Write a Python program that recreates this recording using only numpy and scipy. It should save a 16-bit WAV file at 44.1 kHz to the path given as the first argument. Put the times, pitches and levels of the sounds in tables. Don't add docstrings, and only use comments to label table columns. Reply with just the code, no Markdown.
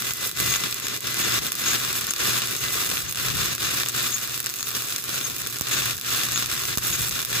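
import sys
import numpy as np
from scipy import signal
from scipy.fft import rfft, irfft, next_fast_len
from scipy.io import wavfile
from scipy.ndimage import uniform_filter1d, map_coordinates

SR = 44100
rng = np.random.default_rng(int(sys.argv[2]) if len(sys.argv) > 2 else 0)


def generate_wav(sig):
    pcm = np.round(np.clip(np.atleast_2d(sig).T, -1, 1) * 32767).astype(np.int16)
    wavfile.write(sys.argv[1], SR, pcm)


N = 326340

# (time [s], relative level [dB])
ARC_LEVEL = [(0.0, -35.5), (0.38, -32), (0.43, -29), (0.53, -27), (0.74, -38), (0.91, -34.5), (1.26, -28),
             (1.76, -28.5), (2.04, -35), (2.26, -27.5), (2.61, -31.5), (3.04, -33), (3.68, -28.5),
             (4.07, -31.5), (4.16, -37), (4.71, -34), (5.18, -32.5), (5.32, -39), (5.75, -28.5),
             (6.23, -31), (6.6, -33), (7.07, -31.5), (7.4, -27)]
# (deepest moment [s], depth [dB], sinking time [s], recovery time [s])
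ARC_STALLS = [(0.132, 7, 0.01, 0.086), (0.316, 15.5, 0.019, 0.045), (0.58, 5, 0.033, 0.017),
              (0.813, 4, 0.013, 0.0074), (1.0, 14, 0.024, 0.04), (1.131, 2.5, 0.035, 0.12),
              (1.404, 12, 0.014, 0.011), (1.515, 7, 0.005, 0.003), (1.541, 10, 0.11, 0.087),
              (1.795, 6, 0.022, 0.015), (2.125, 10.5, 0.0063, 0.052), (2.394, 3.5, 0.015, 0.039),
              (2.586, 7.5, 0.091, 0.028), (3.03, 7.5, 0.024, 0.07), (3.129, 8.5, 0.023, 0.051),
              (3.323, 3.6, 0.008, 0.029), (3.574, 12, 0.03, 0.043), (3.701, 4.5, 0.0065, 0.037),
              (3.93, 9.5, 0.089, 0.0096), (4.258, 2, 0.011, 0.043), (4.433, 6, 0.036, 0.012),
              (4.534, 5, 0.05, 0.069), (4.612, 7, 0.0057, 0.055), (4.729, 7, 0.019, 0.017),
              (4.851, 6.5, 0.042, 0.055), (5.025, 9.5, 0.071, 0.068), (5.493, 6.1, 0.019, 0.078),
              (5.604, 11.5, 0.026, 0.05), (5.964, 10, 0.05, 0.011), (6.007, 17.5, 0.028, 0.045),
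              (6.281, 1.5, 0.023, 0.059), (6.468, 9, 0.016, 0.021), (6.673, 4, 0.023, 0.0065),
              (6.769, 12, 0.015, 0.0038), (6.792, 10.5, 0.011, 0.029), (6.96, 5, 0.011, 0.025),
              (7.103, 10, 0.016, 0.039), (7.254, 12.5, 0.029, 0.058)]
# (time [s], relative peak [dB], extra fizz, meaning high treble [dB])
POPS_AND_ECHOES = [(0.0213, -10.5, -5), (0.068, -17, 6), (0.108, -5.5, -9), (0.1352, -20.5, 16.5),
                   (0.2938, -17, 7), (0.314, -14.5, 4), (0.3223, -26.0, 11), (0.4005, -6, -2),
                   (0.5383, -7, -9), (0.5594, -5, -12), (0.6224, -19, 2), (0.6375, -5, -9),
                   (0.6813, -13.5, -5), (0.7261, -5, -9), (0.7437, -21.5, 18), (0.7615, -19, 3),
                   (0.799, -16, 5), (0.8682, -5, -5), (0.8829, -13.0, 8), (0.9637, -13.5, 4),
                   (0.9732, -18.5, 11), (1.006, -23, 12), (1.042, -14, -8), (1.0698, -9, -1),
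                   (1.1431, -10, 3), (1.1676, -17, 7), (1.3221, -5.0, -3), (1.388, -6.0, -11),
                   (1.4469, -21, 5), (1.466, -7.5, 0), (1.5197, -8.5, 7), (1.528, -14, 7),
                   (1.5531, -16, 10.5), (1.7875, -13.0, 3), (1.9285, -12, 6), (1.9538, -11, -1),
                   (2.0102, -20, 15.5), (2.0414, -21, 13), (2.0686, -12, 6), (2.1076, -15.0, 15),
                   (2.1364, -7.5, 2), (2.1625, -8, -6), (2.4192, -6, -4), (2.4727, -10, 4), (2.51, -14, 3),
                   (2.551, -8.5, -4), (2.5649, -15, 9), (2.891, -11, 6), (2.9005, -11.5, 5),
                   (2.9141, -5, -6), (2.971, -5, -10), (2.9791, -10.0, -9), (3.017, -22, 7),
                   (3.1105, -21.5, 12), (3.1245, -13, 9), (3.1473, -14, -1), (3.1575, -15, 6),
                   (3.173, -9.5, -1), (3.2844, -6, -9), (3.3016, -9, -4), (3.369, -11, -1),
                   (3.428, -13, -7), (3.5506, -12, 6), (3.5588, -21.5, 8), (3.5805, -12, -6),
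                   (3.7088, -11.0, 1), (3.7997, -10, 2), (3.834, -4.5, -4), (3.8608, -5, -13),
                   (3.8715, -12.5, -1), (3.886, -10.5, 7), (3.8944, -15, 9), (3.9189, -21.5, 11),
                   (4.1275, -12, -2), (4.1819, -12.5, 3), (4.2746, -18, 8), (4.2947, -18, 4),
                   (4.3429, -11, -2), (4.3766, -12.5, 5), (4.394, -15.5, 3), (4.4023, -10, 5),
                   (4.4286, -21, 12), (4.443, -14, 4), (4.4611, -8.5, 5), (4.4674, -8.5, 1),
                   (4.4916, -14, 7), (4.4981, -11.0, 2), (4.5049, -24, 13), (4.5392, -12, 3),
                   (4.5585, -17, 5), (4.5633, -16, 5), (4.5874, -13, -4), (4.595, -15.0, -2),
                   (4.6075, -13.5, 3), (4.6281, -10.5, 3), (4.7055, -14.0, 0), (4.714, -17.5, 7),
                   (4.75, -8, -5), (4.8212, -13, 4), (4.8855, -15, 0), (4.9244, -6.5, -13), (4.9616, -8, 5),
                   (4.9822, -15, 9.5), (5.0227, -20, 5), (5.0395, -12.5, 6), (5.092, -7, -8),
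                   (5.212, -10.5, 1), (5.24, -19, 4), (5.2673, -17, 6), (5.2994, -11.5, 4), (5.308, -20, 1),
                   (5.364, -13, 6.5), (5.383, -19, 9), (5.4148, -18, 3), (5.4638, -10, -5),
                   (5.4709, -13.5, 7.5), (5.4987, -18, 4), (5.5258, -16.5, 5), (5.5591, -16, 4),
                   (5.5858, -20, 11), (5.596, -16, 6), (5.61, -12, 10), (5.619, -15, 8), (5.6702, -9, -6),
                   (5.685, -10, 2), (5.6932, -11.5, -1), (5.711, -21, 10), (5.856, -17, 10),
                   (5.9082, -8.5, 0), (5.9676, -22.5, 13), (5.979, -23, 11), (5.9974, -21, 9),
                   (6.0124, -14.5, 8), (6.0207, -20.5, 1), (6.047, -14.0, -6), (6.2338, -9.0, 2),
                   (6.2864, -11, -4), (6.3133, -10.0, 0), (6.32, -13, 8), (6.3592, -5, -5),
                   (6.3759, -7, -1), (6.3837, -19, 7), (6.4246, -5, -4), (6.4598, -6.5, 1),
                   (6.468, -15.0, 0), (6.515, -9.5, -1), (6.5233, -14, 6), (6.5937, -12, 0),
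                   (6.636, -9.0, -5), (6.6531, -6, -11), (6.7281, -10.5, -6), (6.7532, -17, 5),
                   (6.7739, -9.5, 9), (6.7823, -7.5, 4), (7.057, -17, 6), (7.0842, -13, 2),
                   (7.0937, -14, 8), (7.1106, -11, 4), (7.1242, -9, -4), (7.1912, -9, 0),
                   (7.2029, -8.0, -5), (7.217, -15.0, 7), (7.2269, -11.5, 0), (7.2493, -13.5, 11),
                   (7.2575, -20, 11)]
# (time [s], fizz shift [dB], flutter shift [dB])
ARC_MIX = [(0, -1, -12), (.42, 0, -7), (.55, -2, -10), (1.2, -4.5, -7), (1.7, -2.5, -10), (2.3, -2, -6.5),
           (2.8, 0, -9.5), (3.4, -4, -9.5), (4.0, -1, -10), (4.6, -0.5, -18), (5.2, -0.5, -7),
           (5.8, -2, -14.5), (6.4, -3, -22), (6.9, 1.5, -17), (7.4, -4, -11)]
# (frequency [Hz], gain [dB])
LEFT_COLOUR = [(600, -8.1), (900, -10.9), (1400, -1.5), (2300, -5.2), (3600, 0.5), (4500, -2.9),
               (6200, -3.0), (7700, -2.2), (8400, -8.9), (10200, -18.9), (11900, -18.9), (13200, -23.7),
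               (14700, -8.7), (15400, -9.8)]
RIGHT_COLOUR = [(600, -9.9), (800, -9.7), (1400, -5.8), (2400, -7.0), (3600, -3.5), (6500, -4.2),
                (8000, -10.2), (9400, -11.3), (10300, -6.1), (11500, -3.2), (12700, -6.1), (13500, -8.8),
                (14600, -3.3), (15400, -6.1)]
# (frequency [Hz], width [Hz], left gain [dB], right gain [dB])
STEEL_PEAKS = [(1400, 50, 1.5, 1), (1520.0, 50.0, -1.8, -1.7), (1700, 50, 1, 1.5), (1950, 35, -2.5, -2.5),
               (1960.0, 190.0, 1.4, 3.3), (2150, 40, -3, -3), (2910.0, 70.0, 4.3, 2.3),
               (2960.0, 330.0, -4.7, -0.2), (3640, 40, 1.5, 1.5), (3740.0, 50.0, 0.7, -2.6),
               (4100.0, 220.0, -3.9, -0.9), (4330, 60, -2, -1), (4670, 70, 2, 0),
               (5190.0, 460.0, -2.3, -3.0), (6350.0, 80.0, -0.4, -3.3), (7110.0, 270.0, -3.3, 0.4),
               (7690, 60, 2, 1), (8260.0, 90.0, -2.5, -1.2), (9870.0, 500.0, 2.2, -1.9),
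               (10080.0, 180.0, -4.5, 2.0), (10750.0, 150.0, -3.0, -1.1), (11390.0, 120.0, -3.5, 0.0),
               (12370.0, 140.0, -3.4, -0.1), (13390.0, 480.0, -3.0, -1.4)]
# (frequency [Hz], phase lead [rad])
STEEL_PHASE = [(600, 0), (830, .9), (1000, .1), (1900, .1), (2100, .6), (2450, -.6), (2750, .4),
               (3100, -.4), (3250, .3), (3370, -1.4), (3700, -.4), (4050, 0), (4230, .8), (4350, -.9),
               (4600, -1.3), (4800, .3), (5000, -1.1), (5300, .2), (5520, -1.3), (5750, -.2), (6300, -.9),
               (6450, 1.3), (6600, 0), (7300, .3), (7500, -.2), (8000, .8), (8200, 1.5), (9000, -1),
               (9600, 0), (15000, -.8)]
# (frequency [Hz], share of power [0 to 1])
COMMON_SHARE = [(100, .7), (400, .85), (900, .7), (1800, .8), (2250, .35), (2650, .7), (3000, .5),
                (3300, .3), (3600, .75), (3950, .78), (4400, .2), (4750, .45), (5900, .55), (6450, .15),
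                (7200, .6), (7400, .35), (7650, .63), (8100, .5), (8500, .15), (9600, .35), (11000, .1),
                (12000, .4), (13200, .1), (14700, .5)]
# (frequency [Hz], gain [dB])
FLUTTER_COLOUR = [(50, -41), (110, -15), (180, 3), (250, 0.5), (450, 3), (650, -2.5), (1000, -11)]
# (pitch [Hz], base level [dB], left over right [dB], right phase lead [rad])
WELDER_TONES = [(138, -55, 4, -.5), (239.6, -59, 4, -.8), (338.6, -56.5, 4, -1), (404, -57, -2.4, -1.2),
                (728, -64, 2.7, 1.3), (2426.5, -54, 7, .7), (4466, -53.5, 5, -.4), (6695, -53, 6, 1.5)]
# (time [s], base level [dB])
WHINE_LEVEL = [(0, -43), (.3, -41), (.5, -42), (.65, -44.5), (1.3, -44.5), (2.3, -56), (2.75, -44.5),
               (3.6, -55), (4.1, -48), (5.9, -66), (6.5, -49), (7.4, -54)]
# (frequency [Hz], gain [dB])
FAN_COLOUR = [(30, -30), (60, -18), (150, 9.5), (500, 7), (1500, -18), (5000, 6.5), (15000, -35)]
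# (start [s], length [s], first pitch [Hz], last pitch [Hz], relative level [dB])
SQUEAK_EVENTS = [(0.088, 0.05, 6670, 6700, -38), (0.49, 0.12, 6530, 6700, -28.5),
                 (0.832, 0.034, 6550, 6690, -31), (1.203, 0.076, 6750, 6650, -33),
                 (1.657, 0.085, 6640, 6620, -27), (2.086, 0.046, 6620, 6600, -28.5),
                 (2.564, 0.052, 6600, 6620, -35), (3.082, 0.038, 6540, 6560, -32.5),
                 (3.614, 0.11, 6520, 6660, -35), (4.116, 0.068, 6600, 6740, -26.5),
                 (4.595, 0.074, 6560, 6670, -35), (5.234, 0.059, 6400, 6580, -29.5),
                 (5.71, 0.12, 6660, 6700, -31), (6.325, 0.096, 6700, 6710, -27.5),
                 (6.919, 0.062, 6600, 6720, -28)]
# (time [s], relative level [dB])
BREEZE_LEVEL = [(0, -61), (.3, -58), (.47, -42), (.62, -59), (.9, -74), (1.3, -42.5), (2.1, -82),
                (2.92, -41), (3.1, -51.5), (3.35, -34.5), (3.55, -45.5), (3.9, -56), (4.4, -68), (5.1, -55),
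                (5.8, -54), (6.3, -46.5), (6.6, -51), (6.85, -48), (7.0, -35.5), (7.15, -48), (7.4, -55)]
# (frequency [Hz], gain [dB])
BREEZE_COLOUR = [(25, -35), (45, -16), (60, -3), (110, -0.5), (170, -3), (300, -30)]
# (time [s], left strength [dB], right strength [dB])
KNOCK_EVENTS = [(5.611, -42, -9), (6.7731, -17, -7.5)]
# (frequency [Hz], gain [dB])
MIC_RESPONSE = [(20, -30), (50, 0), (15450, 0), (15550, -20), (15900, -30), (16600, -36)]

RIGHT_LAG_S = 34 / 44100


def amp(db):
    return 10 ** (np.asarray(db) / 20)


def unit(x):
    return x / np.sqrt(np.mean(x ** 2) + 1e-20)


def along(points, hz):
    freqs, values = np.transpose(points)
    return np.interp(np.log(hz + 1), np.log(freqs + 1), values)


def curves(rows):
    times, *columns = np.transpose(rows)
    return [np.interp(np.arange(N) / SR, times, column) for column in columns]


def wobble(rate):
    return map_coordinates(rng.standard_normal(int(N * rate / SR) + 4), [np.arange(N) * rate / SR])


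def filtered(x, response):
    size = next_fast_len(N + SR // 2, True)
    return irfft(rfft(x, size) * response(np.fft.rfftfreq(size, 1 / SR)), size)[..., :N]


def causal(db):
    cepstrum = irfft(np.log(amp(db)))
    k = np.arange(cepstrum.shape[-1])
    fold = np.clip(2 * (k < len(k) // 2) - (k == 0), 0, 2)
    return np.exp(rfft(cepstrum * fold))


def delay(hz, seconds):
    return np.exp(-2j * np.pi * hz * seconds)


def decay(x, fade_s):
    return signal.lfilter([1], [1, -amp(-60 / (fade_s * SR))], x)


def burn_db():
    t = np.arange(0, N / SR, .001)
    dip_db = sum(depth_db * np.exp(-((t - at) / np.where(t < at, sink, recover)) ** 2)
                 for at, depth_db, sink, recover in ARC_STALLS)
    return curves(ARC_LEVEL)[0] - np.interp(np.arange(N) / SR, t, dip_db)


def arc():
    t = np.arange(N) / SR
    arc_db = burn_db() + 0.82 * wobble(28)
    swing_db = 0.73 * (np.interp(t - 0.0035, t, arc_db) + 30.5)
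    fizz_db = swing_db - 33.5 + curves(ARC_MIX)[0] + 1.5 * wobble(30)
    body_pops, fizz_pops, choke_db = pops()
    body_gain = amp(arc_db - choke_db + 8.5)
    fizz_gain = amp(fizz_db - choke_db + 10)
    roughness = amp(2.3 * np.tanh(wobble(66)) + 1.1 * np.tanh(wobble(200)))
    spit = sparks(rate=600, spread_db=0) + amp(-5.5) * sparks(rate=66, spread_db=1.5)
    body = crackle(clicks=body_pops + amp(-4.5) * body_gain * spit,
                   hiss=amp(3.5) * body_gain * roughness, spray_db=-14, tail_db=-29)
    fine_spit = spit + amp(2) * sparks(rate=80, spread_db=2.5)
    fizz = crackle(clicks=fizz_pops + amp(-5.5) * fizz_gain * fine_spit,
                   hiss=amp(6) * fizz_gain * roughness, spray_db=-11.5, tail_db=-39)
    lows = filtered(body, lambda hz: 1 - high_pass(hz, 8450))
    highs = filtered(fizz, lambda hz: high_pass(hz, 6150))
    return arc_at_ports(lows + highs)


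def sparks(rate, spread_db):
    hits = rng.random(N) < rate / SR * amp(2.5 * np.tanh(wobble(40)))
    sizes = amp(spread_db * np.minimum(rng.exponential(size=N), 3.5))
    return unit(hits * sizes)


def pops():
    body, fizz, dip_db = np.zeros((3, N))
    for at, peak_db, extra_fizz_db in POPS_AND_ECHOES:
        i = round(at * SR)
        body[i] = amp(peak_db + 11.5)
        fizz[i] = amp(peak_db + extra_fizz_db + 11)
        dip_db[i] = max(4.5 + 0.3 * extra_fizz_db, 0)
    choke_db = decay(dip_db[::-1], fade_s=.045)[::-1]
    return body, fizz, choke_db


def crackle(clicks, hiss, spray_db, tail_db):
    spray = amp(spray_db) * decay(clicks, fade_s=.006) * np.sign(rng.standard_normal((3, N)))
    tail = amp(tail_db) * decay(clicks, fade_s=.027)
    noise = np.hypot(hiss, tail) * rng.standard_normal((3, N))
    return np.vstack([-clicks, spray + noise])


def high_pass(hz, corner_hz):
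    return 1 / (1 + (corner_hz / (hz + 1)) ** 4)


def port_db(hz):
    steel_db = sum(np.exp(-.5 * ((hz - centre) / width) ** 2) * [[left_db], [right_db]]
                   for centre, width, left_db, right_db in STEEL_PEAKS)
    return np.array([along(LEFT_COLOUR, hz), along(RIGHT_COLOUR, hz)]) + steel_db


def arc_at_ports(rows):
    ripple_hz, ripple_db = 45, 1.6
    ripples = rng.standard_normal((2, int(SR / 2 / ripple_hz) + 4))

    def response(hz):
        echo_db = ripple_db * np.array([map_coordinates(side, [hz / ripple_hz]) for side in ripples])
        lag = delay(hz, np.array([[0], [RIGHT_LAG_S]]))
        steel_shift = np.exp(1j * along(STEEL_PHASE, hz) * [[0], [1]])
        colour = causal(port_db(hz) + echo_db) * lag * steel_shift
        share = along(COMMON_SHARE, hz)
        return np.array([colour, np.sqrt(share) * colour, np.sqrt(1 - share) * colour])

    spikes, common, scattered = rows[[0, 0]], rows[[1, 1]], rows[2:]
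    return filtered(np.array([spikes, common, scattered]), response).sum(0)


def flutter():
    level_db = burn_db() + curves(ARC_MIX)[1] + 4 * np.tanh(wobble(11)) + 2.5
    lumps = amp(3.6 * np.tanh(wobble(30)) + 10 * np.tanh(wobble(150)))
    common, own = rng.standard_normal(N), rng.standard_normal((2, N))
    flap = unit(filtered(lumps * (common + 0.5 * own), lambda hz: amp(along(FLUTTER_COLOUR, hz))))
    stereo = amp(level_db) * flap * amp([[1.8], [-1.8]])
    return filtered(stereo, lambda hz: np.array([np.ones_like(hz), delay(hz, RIGHT_LAG_S)]))


def tone(hz, db, pan_db, lead):
    phase = 2 * np.pi * (np.cumsum(hz + np.zeros(N)) / SR + rng.random())
    gain = np.sqrt(2) * amp(db) * amp([[pan_db / 2], [-pan_db / 2]])
    return gain * np.sin(phase - np.array([[lead], [0]]))


def welder():
    arc_swell_db = uniform_filter1d(burn_db(), size=1500) + 32
    notes = sum(tone(hz * (1 + 0.000534 * wobble(4)), db + 3.1 * wobble(5.8), pan_db, lead)
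                for hz, db, pan_db, lead in WELDER_TONES)
    whine_hz = 2022 + 5 * wobble(20)
    whine_db = curves(WHINE_LEVEL)[0] + 0.27 * arc_swell_db + 3 * np.tanh(wobble(18))
    whine = tone(whine_hz, whine_db, pan_db=1.5, lead=.02)
    hum = tone(hz=119.8 + 1.55 * wobble(8), db=-45.5 + arc_swell_db + 2.3 * wobble(13),
               pan_db=3.3, lead=-0.84)
    air = filtered(rng.standard_normal((2, N)), lambda hz: amp(along(FAN_COLOUR, hz) + port_db(hz)))
    return amp(0.81 * arc_swell_db) * (notes + whine) + hum + amp(-45.5) * unit(air)


def squeaks():
    t = np.arange(N) / SR
    hz, gain = np.full(N, 6650.), np.zeros(N)
    for start, length, first_hz, last_hz, db in SQUEAK_EVENTS:
        progress = (t - start) / length
        on = (progress > 0) & (progress < 1)
        hz[on] = first_hz + (last_hz - first_hz) * np.sqrt(progress[on])
        gain[on] = amp(db) * np.sin(np.pi * progress[on] ** 0.6)
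    return gain * tone(hz + 90 * wobble(200), db=6 * np.tanh(wobble(120)) - 2.5, pan_db=8.5, lead=1.45)


def breeze():
    lumps = amp(5.8 * np.tanh(np.array([wobble(25), wobble(27)])))
    buffet = filtered(lumps * rng.standard_normal((2, N)), lambda hz: amp(along(BREEZE_COLOUR, hz)))
    through_case = buffet[0] * [[0], [.3]]
    return amp(curves(BREEZE_LEVEL)[0] + 3) * unit(buffet * amp([[7], [-4]]) + through_case)


def knocks():
    push_s, rise_s = 0.0017, 0.00017
    t = np.arange(SR // 20) / SR
    pulse = (1 - t / push_s) * np.exp(-t / push_s) * (1 - np.exp(-t / rise_s))
    stereo = np.zeros((2, N + SR))
    for at, left_db, right_db in KNOCK_EVENTS:
        stereo[0, round(at * SR):][:len(t)] += amp(left_db) * pulse
        stereo[1, round((at + RIGHT_LAG_S) * SR):][:len(t)] += amp(right_db) * pulse
    return stereo[:, :N]


def scene():
    return arc() + flutter() + breeze() + welder() + squeaks() + knocks()


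def record(dry):
    top_hz = 16715
    return filtered(dry, lambda hz: causal(along(MIC_RESPONSE, hz)) * (hz < top_hz))


dry = scene()
out = record(dry)
generate_wav(out)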